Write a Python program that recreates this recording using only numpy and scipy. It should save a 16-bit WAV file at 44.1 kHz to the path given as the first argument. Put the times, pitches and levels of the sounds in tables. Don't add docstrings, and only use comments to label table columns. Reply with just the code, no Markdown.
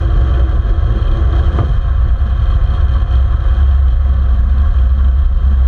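import sys
import numpy as np
from scipy import signal
from scipy.fft import rfft, irfft, next_fast_len
from scipy.io import wavfile
from scipy.ndimage import uniform_filter1d

SR = 44100
rng = np.random.default_rng(int(sys.argv[2]) if len(sys.argv) > 2 else 0)


def output_pcm(signal):
    pcm = np.clip(np.atleast_2d(signal).T, -1, 1) * 32767
    wavfile.write(sys.argv[1], SR, np.round(pcm).astype(np.int16))


N = 250047
TIME = np.arange(N) / SR

# f/Hz, width/Hz, relative level/dB
HOUSING_MODES = [(439.5, 37, -6), (507.5, 60, -3), (543, 27.2, 2.5), (701, 46, 2), (780, 35, -4.5),
                 (952, 64, -14), (1070, 74, -0.05), (1147.7, 28, 2.5), (1200, 35, -3.5), (1300, 55, 0),
                 (1383, 34, -5.5), (1504, 70, -5), (1619, 62, -4.5), (1743, 100, -7), (2011, 120, -15),
                 (2465, 140, -20), (2822, 55, -24), (3166, 260, -18.5), (3900, 400, -26.5),
                 (6320, 140, -29.5)]
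# f/Hz, width/Hz, relative level/dB
CHAIN_MODES = [(3106, 52, -1), (3230, 56, -2), (2490, 84, -11), (2784, 32, -10.5), (3654, 170, -13),
               (3945, 240, -17), (4256, 80, -12.5), (4890, 69, -27.5), (5280, 100, -26), (5700, 320, -27.5),
               (6530, 210, -34), (6950, 240, -35), (8220, 400, -35.5), (8700, 97, -32.5),
               (9160, 120, -31.5), (10360, 660, -42.5)]


def from_db(db):
    return 10 ** (np.asarray(db) / 20)


def rms_one(x):
    return x / np.sqrt(np.mean(x ** 2) + 1e-20)


def curve(points):
    return np.interp(TIME, *np.transpose(points))


def ramp(start_s, end_s):
    return np.clip((TIME - start_s) / (end_s - start_s), 0, 1)


def swell(peak_s, width_s, db):
    return from_db(db) * np.exp(-((TIME - peak_s) / width_s) ** 2)


def drift(rate_hz):
    hz = np.arange(N // 2 + 1) * SR / N
    return rms_one(irfft(rfft(rng.standard_normal(N)) / (1 + (hz / rate_hz) ** 2), N))


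def coloured(spectrum):
    size = next_fast_len(N, True)
    hz, db = np.transpose(spectrum)
    bins = np.maximum(np.arange(size // 2 + 1) * SR / size, 1)
    gain = from_db(np.interp(np.log(bins), np.log(hz), db)) * (bins < hz[-1])
    return rms_one(irfft(rfft(rng.standard_normal(size)) * gain, size)[:N])


def evened(x, span_s):
    size = max(int(span_s * SR), 2)
    return x / np.sqrt(uniform_filter1d(uniform_filter1d(x * x, size), size) + 1e-9)


def ring(force, modes):
    out, power = np.zeros(N), 0
    for hz, width_hz, db in modes:
        r = np.exp(-np.pi * width_hz * np.pi / 2 / SR)
        gain = (1 - r * r) / 2
        resonator = [gain, 0, -gain, 1, -2 * r * np.cos(2 * np.pi * hz / SR), r * r]
        shaking = force * rng.standard_normal(N) + 1e-18
        out += from_db(db) * signal.sosfilt([resonator, resonator], shaking)
        power += from_db(db) ** 2 * (1 - r) / 2
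    return out / np.sqrt(power)


def gusts():
    # t/s, peak level/dB
    thumps = [(0.168, -10), (.55, -9.5), (.72, -8.5), (.88, -13.5), (1.101, -6.5), (1.49, -11.5),
              (1.758, -6.5), (1.951, -14), (2.129, -8.5), (2.473, -6.5), (2.628, -9), (2.84, -14),
              (3.022, -9.5), (3.302, -10.5), (3.481, -10.5), (3.951, -11.5), (4.421, -11.5), (4.711, -10),
              (4.98, -16.5), (5.269, -8.5), (5.38, -11)]
    return sum(swell(s, 0.0549, db) for s, db in thumps)


def wind(gust, dip_db):
    # f/Hz, relative level/dB
    spectrum = [(10, -21.5), (17, -21), (26, -5), (39, 7), (48, 1.5), (58, 0.5), (72, -22), (100, -39),
                (200, -82)]
    pressure = np.hypot(gust, from_db(-17.5))
    return from_db(-dip_db) * pressure * evened(coloured(spectrum), span_s=0.071)


def buffeting():
    # f/Hz, relative level/dB
    spectrum = [(95, -17.5), (135, 0.5), (165, -4), (240, -21.5)]
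    puffs_db = -40.5 + 5 * np.minimum(drift(6.6), 1.5)
    return from_db(puffs_db) * evened(coloured(spectrum), span_s=0.1)


def mount(gust, banking, dip_db):
    # t/s, level/dB
    rocking = [(0, -11.5), (.35, -8.5), (.42, -4.5), (.48, -4.5), (.55, -10.5), (1.58, -11), (1.72, -10.5),
               (2.7, -10), (3.1, -10.5), (3.17, -4.5), (3.4, -7.5), (3.85, -4.5), (4.2, -8.5), (4.8, -5),
               (5.67, -5)]
    shake_db = curve(rocking) - 24.5 * gust - dip_db
    looseness = np.minimum(from_db(shake_db.max() - shake_db) / 2, 2)
    pitch_hz = 62.67 + 3.2 * banking + 4.06 * looseness * drift(12.44)
    flutter_db = 2.5 * looseness * drift(27)
    return from_db(shake_db + flutter_db) * np.sin(2 * np.pi * np.cumsum(pitch_hz) / SR)


def rumble(roar_change_db, banking, dip_db):
    # f/Hz, relative level/dB
    spectrum = [(45, -19), (62, -2.5), (78, 2), (92, -5.5), (112, -4.5), (135, -16), (165, -26.5),
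                (240, -39), (290, -51.5), (600, -70.5)]
    level_db = -17.2 - 3 * banking + 0.76 * roar_change_db - dip_db
    return from_db(level_db + 2 * drift(27)) * evened(coloured(spectrum), span_s=0.12)


def frame_drone(roar_change_db, load):
    # f/Hz, width/Hz, relative level/dB
    modes = [(331, 18, 0), (360, 50, -9), (440, 70, -13), (570, 50, -14), (700, 50, -15)]
    before_finish = 1 - ramp(1.63, 1.74)
    level_db = -41.5 + 1.68 * roar_change_db + 7.5 * before_finish + 1.55 * load
    return from_db(level_db) * evened(ring(1, modes), span_s=0.25)


def wheel_thrum(load):
    # f/Hz, width/Hz, relative level/dB
    modes = [(187.6, 33, -9), (207.3, 18, 5.5)]
    # t/s, level/dB
    thrum = [(0, -38), (.18, -36.5), (.28, -28.5), (.4, -37), (1.15, -34), (1.35, -35), (1.58, -31),
             (1.85, -49), (2.3, -35.5), (2.45, -45), (2.7, -36), (3.4, -38), (3.9, -41), (4.4, -35.5),
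             (4.54, -30.5), (4.7, -40), (5.0, -33.5), (5.2, -39), (5.5, -34), (5.67, -42)]
    return from_db(curve(thrum) + 3 * load) * evened(ring(1, modes), span_s=0.81)


def grit(grains_per_s=10):
    snaps = (rng.random(N) < grains_per_s / SR) * from_db(-39 + 4 * rng.uniform(-1, 1, N))
    return signal.sosfilt(signal.butter(3, [4000, 6800], "band", fs=SR, output="sos"), snaps + 1e-18)


def housing_buzzes():
    # t/s, time to rise and to fade/s, level/dB
    rattles = [(.492, .024, -31.5), (.98, .025, -35.5), (1.35, .04, -35), (1.48, .06, -34.5),
               (1.895, .025, -36), (2.965, .018, -33), (3.33, .022, -32.5), (4.54, .02, -37.5),
               (4.655, .028, -34.5), (5.002, .016, -34), (5.1, .016, -38.5)]
    middle_modes = [mode for mode in HOUSING_MODES if 1000 < mode[0] < 1700]
    loudness = sum(swell(s, width_s, db) for s, width_s, db in rattles)
    return loudness * evened(ring(1, middle_modes), span_s=0.02)


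def shudders():
    # t/s, length/s, peak level/dB, f/Hz
    bounces = [(1.5915, .031, -2, 100), (1.62, .05, -3.5, 62), (1.686, .02, -11, 103)]
    sound, swing = np.zeros(N), np.zeros(N)
    for s, length_s, db, hz in bounces:
        arch = from_db(db) * (1 - np.cos(np.pi * ramp(s, s + length_s)) ** 4)
        sound += arch * np.sin(2 * np.pi * hz * (TIME - s))
        swing += arch
    return sound, swing


def jolts():
    # t/s, strength at 500 Hz/dB, tilt/dB per octave
    hits = [(1.497, -30, 2), (1.511, -31, -3), (1.53, -29, -3), (1.547, -26, -7), (1.557, -32, 5),
            (1.5877, -17.5, -1.5), (1.5908, -20, 1.5), (1.5985, -23, -3), (1.605, -27, -3),
            (1.6138, -19.5, -6), (1.6245, -22, -4), (1.636, -25.5, -2), (1.65, -31, -3), (1.689, -35, -5),
            (1.733, -38, -1), (2.964, -40, -1), (4.986, -38, -2)]
    # f/Hz, relative level/dB, time to fade by 60 dB/s
    knock_modes = [(160, -2, .09), (255, -8, .07), (335, -6, .07), (425, -6, .06), (515, -2, .06),
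                   (695, -3.5, .06), (900, -4, .018), (1060, -6, .035), (1165, -2, .05), (1640, -11, .02)]
    # f/Hz, width/Hz, relative level/dB
    boom_modes = [(105, 50, 0), (165, 50, -5), (215, 50, -9), (390, 110, -14), (510, 110, -13)]
    hit_s, strength_db, tilt_db = np.transpose(hits)

    def blows(hz):
        force = np.full(N, 1e-18)
        force[(hit_s * SR).astype(int)] = from_db(strength_db + tilt_db * np.log2(hz / 500))
        return force

    def fading_blows(hz, fade_s):
        return signal.lfilter([1], [1, -np.exp(-1 / (fade_s * SR))], blows(hz))

    knock = np.zeros(N)
    for hz, db, fade_s in knock_modes:
        r = from_db(-60 / (fade_s * SR))
        angle = 2 * np.pi * hz / SR
        tone = signal.lfilter([0, np.sin(angle)], [1, -2 * r * np.cos(angle), r * r], blows(hz))
        knock += from_db(db) * tone
    knock = signal.sosfilt(signal.butter(2, 2200, fs=SR, output="sos"), knock)
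    rattle = ring(fading_blows(1000, fade_s=0.009), HOUSING_MODES)
    boom = ring(fading_blows(500, fade_s=0.022), boom_modes)
    struck = from_db(3) * knock + from_db(-9) * rattle + from_db(-4.5) * boom
    return signal.sosfilt(signal.butter(4, 3600, fs=SR, output="sos"), struck)


def chain_clatter():
    # t/s, strength/dB
    slaps = [(3.906, -44), (4.132, -46), (4.235, -47), (4.343, -44), (4.496, -46), (4.581, -43),
             (4.784, -41.5), (4.901, -45), (4.984, -44.5), (5.045, -46), (5.279, -47), (5.384, -45)]
    force = sum(swell(s, 0.0025, db) for s, db in slaps)
    return ring(force, CHAIN_MODES[:2]) + from_db(-3) * ring(force, CHAIN_MODES[2:])


def chain(turns, load, links_per_turn=25, jitter_s=0.00022, seat_s=0.00093, rub=0.14):
    # t/s, level/dB
    pedalling = [(0, -46.5), (.53, -43), (.59, -52), (.63, -46), (.86, -47.5), (1.07, -41), (1.16, -42.5),
                 (1.23, -50), (1.34, -42), (1.63, -41), (1.9, -52), (2.35, -49), (2.45, -44), (2.54, -43.5),
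                 (2.6, -54.5), (2.66, -42), (2.8, -46), (2.92, -41.5), (3.0, -44), (3.06, -49.5),
                 (3.16, -38.5), (3.22, -46.5), (3.7, -46), (3.85, -52.5), (3.92, -45.5), (3.97, -55),
                 (4.15, -51.5), (4.38, -52.5), (4.45, -57.5), (4.52, -48.5), (4.8, -51), (5.67, -51)]
    starts = np.flatnonzero(np.diff(np.floor(links_per_turn * turns)))
    lateness, strength = np.clip(rng.standard_normal((len(starts), 2)), -2, 1.2).T
    starts = np.clip(starts + (jitter_s * SR * lateness).astype(int), 0, N - 1)
    taps = np.zeros(N)
    taps[starts] = from_db(6 * strength)
    r = np.exp(-1 / (seat_s * SR))
    seating = evened(signal.lfilter([1], [1, -2 * r, r * r], taps), span_s=0.11)
    whir = evened(ring(rms_one(seating + rub), CHAIN_MODES[:2]), span_s=0.026)
    rasp = evened(ring(rms_one(seating + 3 * rub), CHAIN_MODES[2:]), span_s=0.032)
    whir_db = curve(pedalling) + 0.6 * load
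    rasp_db = whir_db.mean() - 5.5 + 0.77 * (whir_db - whir_db.mean())
    flutter = from_db(0.6 * drift(13))
    return flutter * (from_db(whir_db) * whir + from_db(rasp_db) * rasp)


def tyres(roar_db, load):
    # f/Hz, relative level/dB
    hiss_spectrum = [(100, -3.5), (400, -6.5), (860, -16.5), (1500, -13.5), (2250, -36), (3800, -28.5),
                     (4500, -36.5), (6500, -36), (7500, -43.5), (10500, -54.5), (11500, -60),
                     (15500, -59.5)]
    # t/s, level/dB
    hiss_level = [(0, -5.5), (1.15, -8.5), (1.36, -6), (1.62, 0), (1.8, -9), (2.5, -8.5), (3.3, -8.5),
                  (4.0, -9), (4.7, -5.5), (5.67, -5.5)]
    grain = rms_one(from_db(0.5 * drift(45)))
    roar = evened(ring(grain, HOUSING_MODES), span_s=0.058)
    hiss = from_db(curve(hiss_level)) * coloured(hiss_spectrum)
    return from_db(roar_db + 0.6 * load) * (roar + hiss)


def scene():
    # t/s, speed/wheel turns per s
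    speed = [(0, 4.4), (1.3, 4.36), (3.6, 4.46), (4.6, 4.22), (5.67, 4.12)]
    # t/s, level/dB
    roar_level = [(0, -32.5), (.5, -30.5), (.6, -33.5), (1.15, -32), (1.58, -30), (1.75, -34.3),
                  (2.35, -35), (2.48, -33.2), (2.7, -32.3), (3.1, -31.7), (3.65, -33.3), (3.95, -36.5),
                  (4.3, -35.5), (4.46, -37), (4.65, -35.3), (4.9, -36.5), (5.35, -37.2), (5.67, -36)]
    turns = np.cumsum(curve(speed)) / SR
    load = np.cos(2 * np.pi * (turns - 0.057))
    banking = ramp(2.694, 3.5)
    roar_db = curve(roar_level)
    roar_change_db = roar_db - roar_db.mean()
    gust = gusts()
    thud, swing = shudders()
    dip_db = 20 * swing
    air = wind(gust, dip_db) + buffeting()
    shaking = mount(gust, banking, dip_db) + rumble(roar_change_db, banking, dip_db)
    rolling = tyres(roar_db, load) + frame_drone(roar_change_db, load) + wheel_thrum(load)
    drive = chain(turns, load)
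    bumps = jolts() + thud + housing_buzzes() + chain_clatter() + grit()
    return (air + shaking + rolling + drive + bumps)[None]


def limiter(x, ceiling_db, release_db_per_s, attack_s):
    over_db = np.maximum(20 * np.log10(np.abs(x).max(axis=0) + 1e-9) - ceiling_db, 0)
    recovery_db = release_db_per_s * TIME
    held_db = np.maximum.accumulate(over_db + recovery_db) - recovery_db
    r = np.exp(-1 / (attack_s * SR))
    cut_db = signal.lfilter([(1 - r) ** 2], [1, -2 * r, r * r], held_db)
    return x * from_db(-np.interp(TIME + 2 * attack_s, TIME, cut_db))


def record(dry):
    limited = limiter(dry, ceiling_db=-4.3, release_db_per_s=45.0, attack_s=0.001)
    return signal.sosfilt(signal.cheby2(12, 70, 16800, fs=SR, output="sos"), limited)


dry = scene()
out = record(dry)
output_pcm(out)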